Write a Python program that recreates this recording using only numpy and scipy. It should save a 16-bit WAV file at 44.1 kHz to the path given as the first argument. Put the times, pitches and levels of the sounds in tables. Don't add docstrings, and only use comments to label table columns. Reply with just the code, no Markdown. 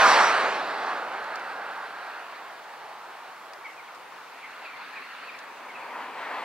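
import sys
import numpy as np
from scipy import signal
from scipy.fft import rfft, irfft, next_fast_len
from scipy.io import wavfile
from scipy.ndimage import uniform_filter1d, map_coordinates

SR = 44100
rng = np.random.default_rng(int(sys.argv[2]) if len(sys.argv) > 2 else 0)


def master(y):
    cut = np.clip(np.atleast_2d(y).T, -1, 1)
    pcm = np.round(cut * 32767)
    wavfile.write(sys.argv[1], SR, pcm.astype(np.int16))


N = 284004

# (frequency [Hz], level [dB per Hz])
LEAVING_ROAR = [(150, -80.5), (420, -16.5), (610, -6.5), (760, -1.5), (900, -2.5), (1180, -1.5), (1380, -5),
                (1650, -5), (2100, -10), (2750, -17), (3300, -26.5), (4600, -52)]
COMING_ROAR = [(280, -58), (450, -18), (620, -7), (760, -2), (1000, 2.5), (1400, -5), (2000, -6),
               (2600, -10), (3400, -20.5), (4600, -43)]
BODY_RUMBLE = [(15, -65), (30, -55), (60, -38), (90, -26), (125, -23), (180, -15), (300, -6.5), (480, 0),
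               (620, -1), (800, -5.5), (1200, -58)]
TREAD_HISS = [(600, -80), (1800, -8.5), (2700, 0), (3400, -1.5), (4400, 0), (5300, -10.5), (6600, -18.5),
              (8400, -18), (10000, -30), (15500, -44)]
TREAD_SIZZLE = [(1500, -80), (4000, -6), (5400, 3.5), (6500, 0), (8000, -4), (9500, -11), (12500, -17.5),
                (15500, -32)]
# (frequency [Hz], level [dB per Hz])
FAR_AIR = [(25, -45), (50, -32), (90, -32), (150, -18), (250, -15.5), (360, -8.5), (480, -4.5), (580, -6.5),
           (740, -0.5), (1000, 2.1), (1500, -3), (2800, -13), (4300, -18), (5400, -21), (8000, -26),
           (15500, -30.5)]
REED_RUSTLE = [(100, -60), (500, -8), (900, -4.5), (1350, 4), (2000, 1.5), (2750, 0), (3100, -10),
               (3900, -9.5), (4400, -8), (5200, -22), (8000, -43), (15000, -63)]
# (frequency [Hz], coherence [1])
DIFFUSE_COHERENCE = [(30, 0.66), (130, 0.96), (300, 0.41), (700, 0.83), (1400, 0.86), (2700, 0.77),
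                     (4300, 0.39), (5500, 0), (8000, 0)]
ROAD_COHERENCE = [(30, .4), (70, .88), (250, .99), (700, .99), (1400, .98), (2500, .92), (4000, .85),
                  (8000, .72), (14000, .58)]
# (frequency [Hz], left lead [rad])
RIGHT_PHASE = [(100, 0), (500, -.22), (1460, -.56), (3300, -.82), (4500, -.95), (6000, -1.5), (7400, -2.45),
               (10500, -2.95), (15000, -3.25)]
# (frequency [Hz], left minus right [dB])
RIGHT_BALANCE = [(300, -0.8), (900, -.9), (1700, -2.5), (3600, -2), (5000, 1), (6200, 0.5), (8000, -2.5),
                 (15000, -1)]

# (relative level when closest [dB], loss per tenfold distance [dB], absorption per road distance [dB])
LEAVING_LOSS = [(-16.5, 25.5, 0.3), (-33, 10.5, 2), (-29, 28.5, 0.06)]
COMING_LOSS = [(-25.5, 24, 0.02), (-46.8, 6.1, 0.36), (-39.5, 32, 0.15)]
# (time [s], level [dB])
LEAVING_HOWL = [(0, -6.5), (0.45, -15.5), (0.8, -9), (1.4, -14.5), (1.85, -4), (2.2, -21), (2.9, -3.5),
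                (3.6, -16)]
# (time [s], gain [dB])
LEVEL_WAVER = [(0.06, 0.4), (0.24, 0), (0.38, 0), (0.52, 0.2), (0.66, -2), (0.85, 0.2), (2.1, -0.3),
               (2.5, -0.8), (2.95, 0.5)]
# (time [s], level [dB])
ENGINE_HUM = [(4.2, -78), (4.9, -65.5), (5.6, -68), (6, -58.5), (6.44, -61.5)]

# (time [s], half-length [s], level [dB])
GUSTS = [(2.17, 0.23, -51.5), (4.98, 0.66, -44.5)]
# (time [s], relative level [dB])
TICKS = [(1.242, -42), (1.357, -34), (1.3956, -41), (3.534, -38.5), (3.948, -43.5), (3.9563, -46),
         (5.3894, -36)]
# (frequency [Hz], gain [dB])
STEM_RESONANCE = [(1500, -20), (3300, 8), (4800, 12), (7500, 0.5), (10000, -6), (15000, -12)]
# (time [s], length [s], starting pitch [Hz], relative level [dB])
CHIRPS = [(3.643, 0.032, 1170, -37), (3.681, 0.027, 1140, -42), (3.768, 0.045, 1270, -45),
          (3.868, 0.028, 1180, -48), (4.014, 0.026, 1190, -55), (4.42, 0.04, 1180, -42.5),
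          (4.445, 0.026, 1130, -43), (4.636, 0.039, 1340, -41.5), (4.678, 0.028, 1298, -42),
          (4.719, 0.036, 1210, -44), (4.954, 0.04, 1280, -39.5), (5.26, 0.0472, 1385, -39.5),
          (5.334, 0.022, 1230, -44), (5.687, 0.028, 1140, -42), (5.744, 0.031, 1340, -42),
          (5.768, 0.034, 1370, -49), (5.812, 0.026, 1310, -46), (5.886, 0.03, 1180, -44)]
# (frequency [Hz], gain [dB])
THROAT_RESONANCE = [(900, -20), (1500, 4), (2100, 12.5), (2650, 2.5), (3050, 0), (3400, -21), (4400, -15),
                    (6000, -58)]

LEAVING_PASS_S, COMING_PASS_S, ROAD_S = 0.06, 6.905, 0.25
LEAVING_LAST_S, LEAVING_FADE_S = 3.3, 1
COMING_FIRST_S, COMING_FADE_S = 5.91, 0.42
PITCH_SINK = 0.16
GROUND_SHARE, NOTCH_HZ, NOTCH_CLIMB = 0.15, 330, 1.79
HUM_HZ = 264
BREEZE_DB = -59
SLUR_HZ_PER_S = 5900
TOP_HZ = 15750


def amp(db):
    return 10 ** (np.asarray(db) / 20)


def unit(x):
    return x / np.sqrt(np.mean(x ** 2) + 1e-20)


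def along(points, hz):
    f, values = np.transpose(points)
    return np.interp(np.log(hz + 1), np.log(f + 1), values)


def curves(rows):
    s, *columns = np.transpose(rows)
    t = np.arange(N) / SR
    return [np.interp(t, s, column) for column in columns]


def wobble(rate):
    knots = rng.standard_normal(int(N * rate / SR) + 4)
    return map_coordinates(knots, [np.arange(N) * rate / SR])


def filtered(x, response):
    m = next_fast_len(N + 8192)
    hz = np.fft.rfftfreq(m, 1 / SR)
    return irfft(rfft(x, m) * response(hz), m)[..., :N]


def add(track, s, sound):
    part = track[..., round(s * SR):][..., :sound.shape[-1]]
    part += sound[..., :part.shape[-1]]


def rush(spectrum, coherence, patchy_db):
    noise = signal.stft(rng.standard_normal((2, N)), nperseg=512)[2]
    patches = rng.standard_normal(noise.shape[1:])
    patches = uniform_filter1d(patches, size=4, axis=0)
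    patches = uniform_filter1d(patches, size=12, axis=1)
    pair = signal.istft(noise * amp(patchy_db * unit(patches)), nperseg=512)[1][:, :N]

    def response(hz):
        angle = np.arccos(np.clip(along(coherence, hz), -1, 1)) / 2
        return amp(along(spectrum, hz)) * np.array([np.cos(angle), np.sin(angle)])

    mid, side = filtered(pair, response)
    return unit(np.array([mid + side, mid - side]))


def narrow(hz, width_hz):
    phase = 2 * np.pi * np.cumsum(hz) / SR
    return unit(wobble(width_hz) * np.cos(phase) + wobble(width_hz) * np.sin(phase))


def placed(x, right_lead_us, right_db):
    sides = np.array([[-.5], [.5]])
    lead_s = right_lead_us / 1e6
    return filtered(x, lambda hz: amp(sides * right_db) * np.exp(2j * np.pi * hz * sides * lead_s))


def from_right(x):
    sides = np.array([[.5], [-.5]])
    return filtered(x, lambda hz: amp(sides * along(RIGHT_BALANCE, hz))
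                    * np.exp(1j * sides * along(RIGHT_PHASE, hz)))


def drive(pass_s):
    travelled = (np.arange(N) / SR - pass_s) / ROAD_S
    far = np.hypot(1, travelled)
    return far, 1 - PITCH_SINK * travelled / far


def earshot(beyond_s, fade_s):
    return np.exp(-np.maximum(beyond_s, 0) / fade_s)


def off_ground(x, far):
    late = SR / (2 * NOTCH_HZ * far ** NOTCH_CLIMB)
    share = GROUND_SHARE * (1 - 1 / far ** 2)
    bounce = np.array([map_coordinates(side, [np.arange(N) - late]) for side in x])
    return (x + share * bounce) / (1 + share)


def car(far, losses, roar_spectrum, howl, flutter_db):
    roar_db, rumble_db, hiss_db = [closest_db - spread * np.log10(far) - absorbed * (far - 1)
                                   for closest_db, spread, absorbed in losses]
    tyres = amp(roar_db) * (rush(roar_spectrum, ROAD_COHERENCE, patchy_db=1.46) + howl)
    body = amp(rumble_db + 2.2) * rush(BODY_RUMBLE, ROAD_COHERENCE, patchy_db=-0.5)
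    sizzle = amp(0.89 * hiss_db + 21.5) * rush(TREAD_SIZZLE, ROAD_COHERENCE, patchy_db=4.0)
    hiss = amp(hiss_db) * (rush(TREAD_HISS, ROAD_COHERENCE, patchy_db=1.4) + sizzle)
    return body + (tyres + hiss) * amp(flutter_db * wobble(14))


def leaving_car():
    t = np.arange(N) / SR
    far, bend = drive(LEAVING_PASS_S)
    howl_db, = curves(LEAVING_HOWL)
    howl = amp(howl_db) * narrow(1022 * bend, width_hz=170)
    whirr = amp(-15.5 + 14.5 * np.log10(far)) * narrow(1690 * bend, width_hz=520)
    whirr = whirr * earshot(t - 2.17, fade_s=0.09)
    sound = car(far, LEAVING_LOSS, LEAVING_ROAR, howl + whirr, flutter_db=0.85)
    waver_db, = curves(LEVEL_WAVER)
    fade = earshot(t - LEAVING_LAST_S, LEAVING_FADE_S)
    return amp(waver_db) * fade * off_ground(sound, far)


def distance():
    return amp(-45.0) * rush(FAR_AIR, DIFFUSE_COHERENCE, patchy_db=1.42)


def reeds():
    t = np.arange(N) / SR
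    gusts = sum(amp(db) * np.exp(-((t - s) / half_s) ** 2) for s, half_s, db in GUSTS)
    breeze = amp(BREEZE_DB) + gusts
    flurries_db = 0.82 * wobble(15) + 0.47 * wobble(76)
    return breeze * amp(flurries_db) * rush(REED_RUSTLE, DIFFUSE_COHERENCE, patchy_db=2.0)


def stems(t60):
    ticks = np.zeros((2, N))
    t = np.arange(SR // 20) / SR
    for s, db in TICKS:
        add(ticks, s, amp(db - 7 - 60 * t / t60) * rng.standard_normal((2, len(t))))
    return filtered(ticks, lambda hz: amp(along(STEM_RESONANCE, hz)))


def jackdaws():
    calls = np.zeros(N)
    for s, length, start_hz, db in CHIRPS:
        u = np.linspace(0, 1, round(length * SR))
        rasp = 1 + .02 * wobble(400)[:len(u)]
        pitch = (start_hz - SLUR_HZ_PER_S * length * u ** 1.685) * rasp
        phase = 2 * np.pi * np.cumsum(pitch) / SR
        voice = sum(amp(along(THROAT_RESONANCE, k * pitch)) * np.sin(k * phase) for k in range(1, 5))
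        swell = np.sqrt(abs(np.sin(np.pi * u)))
        add(calls, s, amp(db) * unit(voice) * swell)
    return calls


def field_echo(x, t60):
    t = np.arange(SR // 2) / SR
    decay = amp(-60 * t / t60) * (1 - np.exp(-t / 0.018))
    tail = rng.standard_normal((2, len(t))) * decay
    return signal.fftconvolve(x[None], tail / np.linalg.norm(tail[0]), axes=1)[:, :N]


def coming_car():
    t = np.arange(N) / SR
    far, bend = drive(COMING_PASS_S)
    howl = amp(-16 + 13 * np.log10(far)) * narrow(805 * bend, width_hz=200)
    hum_db, = curves(ENGINE_HUM)
    hum = amp(hum_db) * narrow(np.full(N, HUM_HZ), width_hz=90)
    fade = earshot(COMING_FIRST_S - t, COMING_FADE_S)
    return hum + fade * car(far, COMING_LOSS, COMING_ROAR, howl, flutter_db=-1.2)


def scene():
    road = from_right(leaving_car()) + placed(coming_car(), right_lead_us=-41, right_db=-1.3)
    birds = jackdaws()
    echo = field_echo(birds, t60=0.2)
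    fen = reeds() + distance() + amp(-1.5) * birds + amp(-8) * echo
    return road + placed(fen, right_lead_us=25, right_db=-0.15) + stems(t60=0.027)


def record(dry):
    return filtered(dry, lambda hz: hz < TOP_HZ)


dry = scene()
out = record(dry)
master(out)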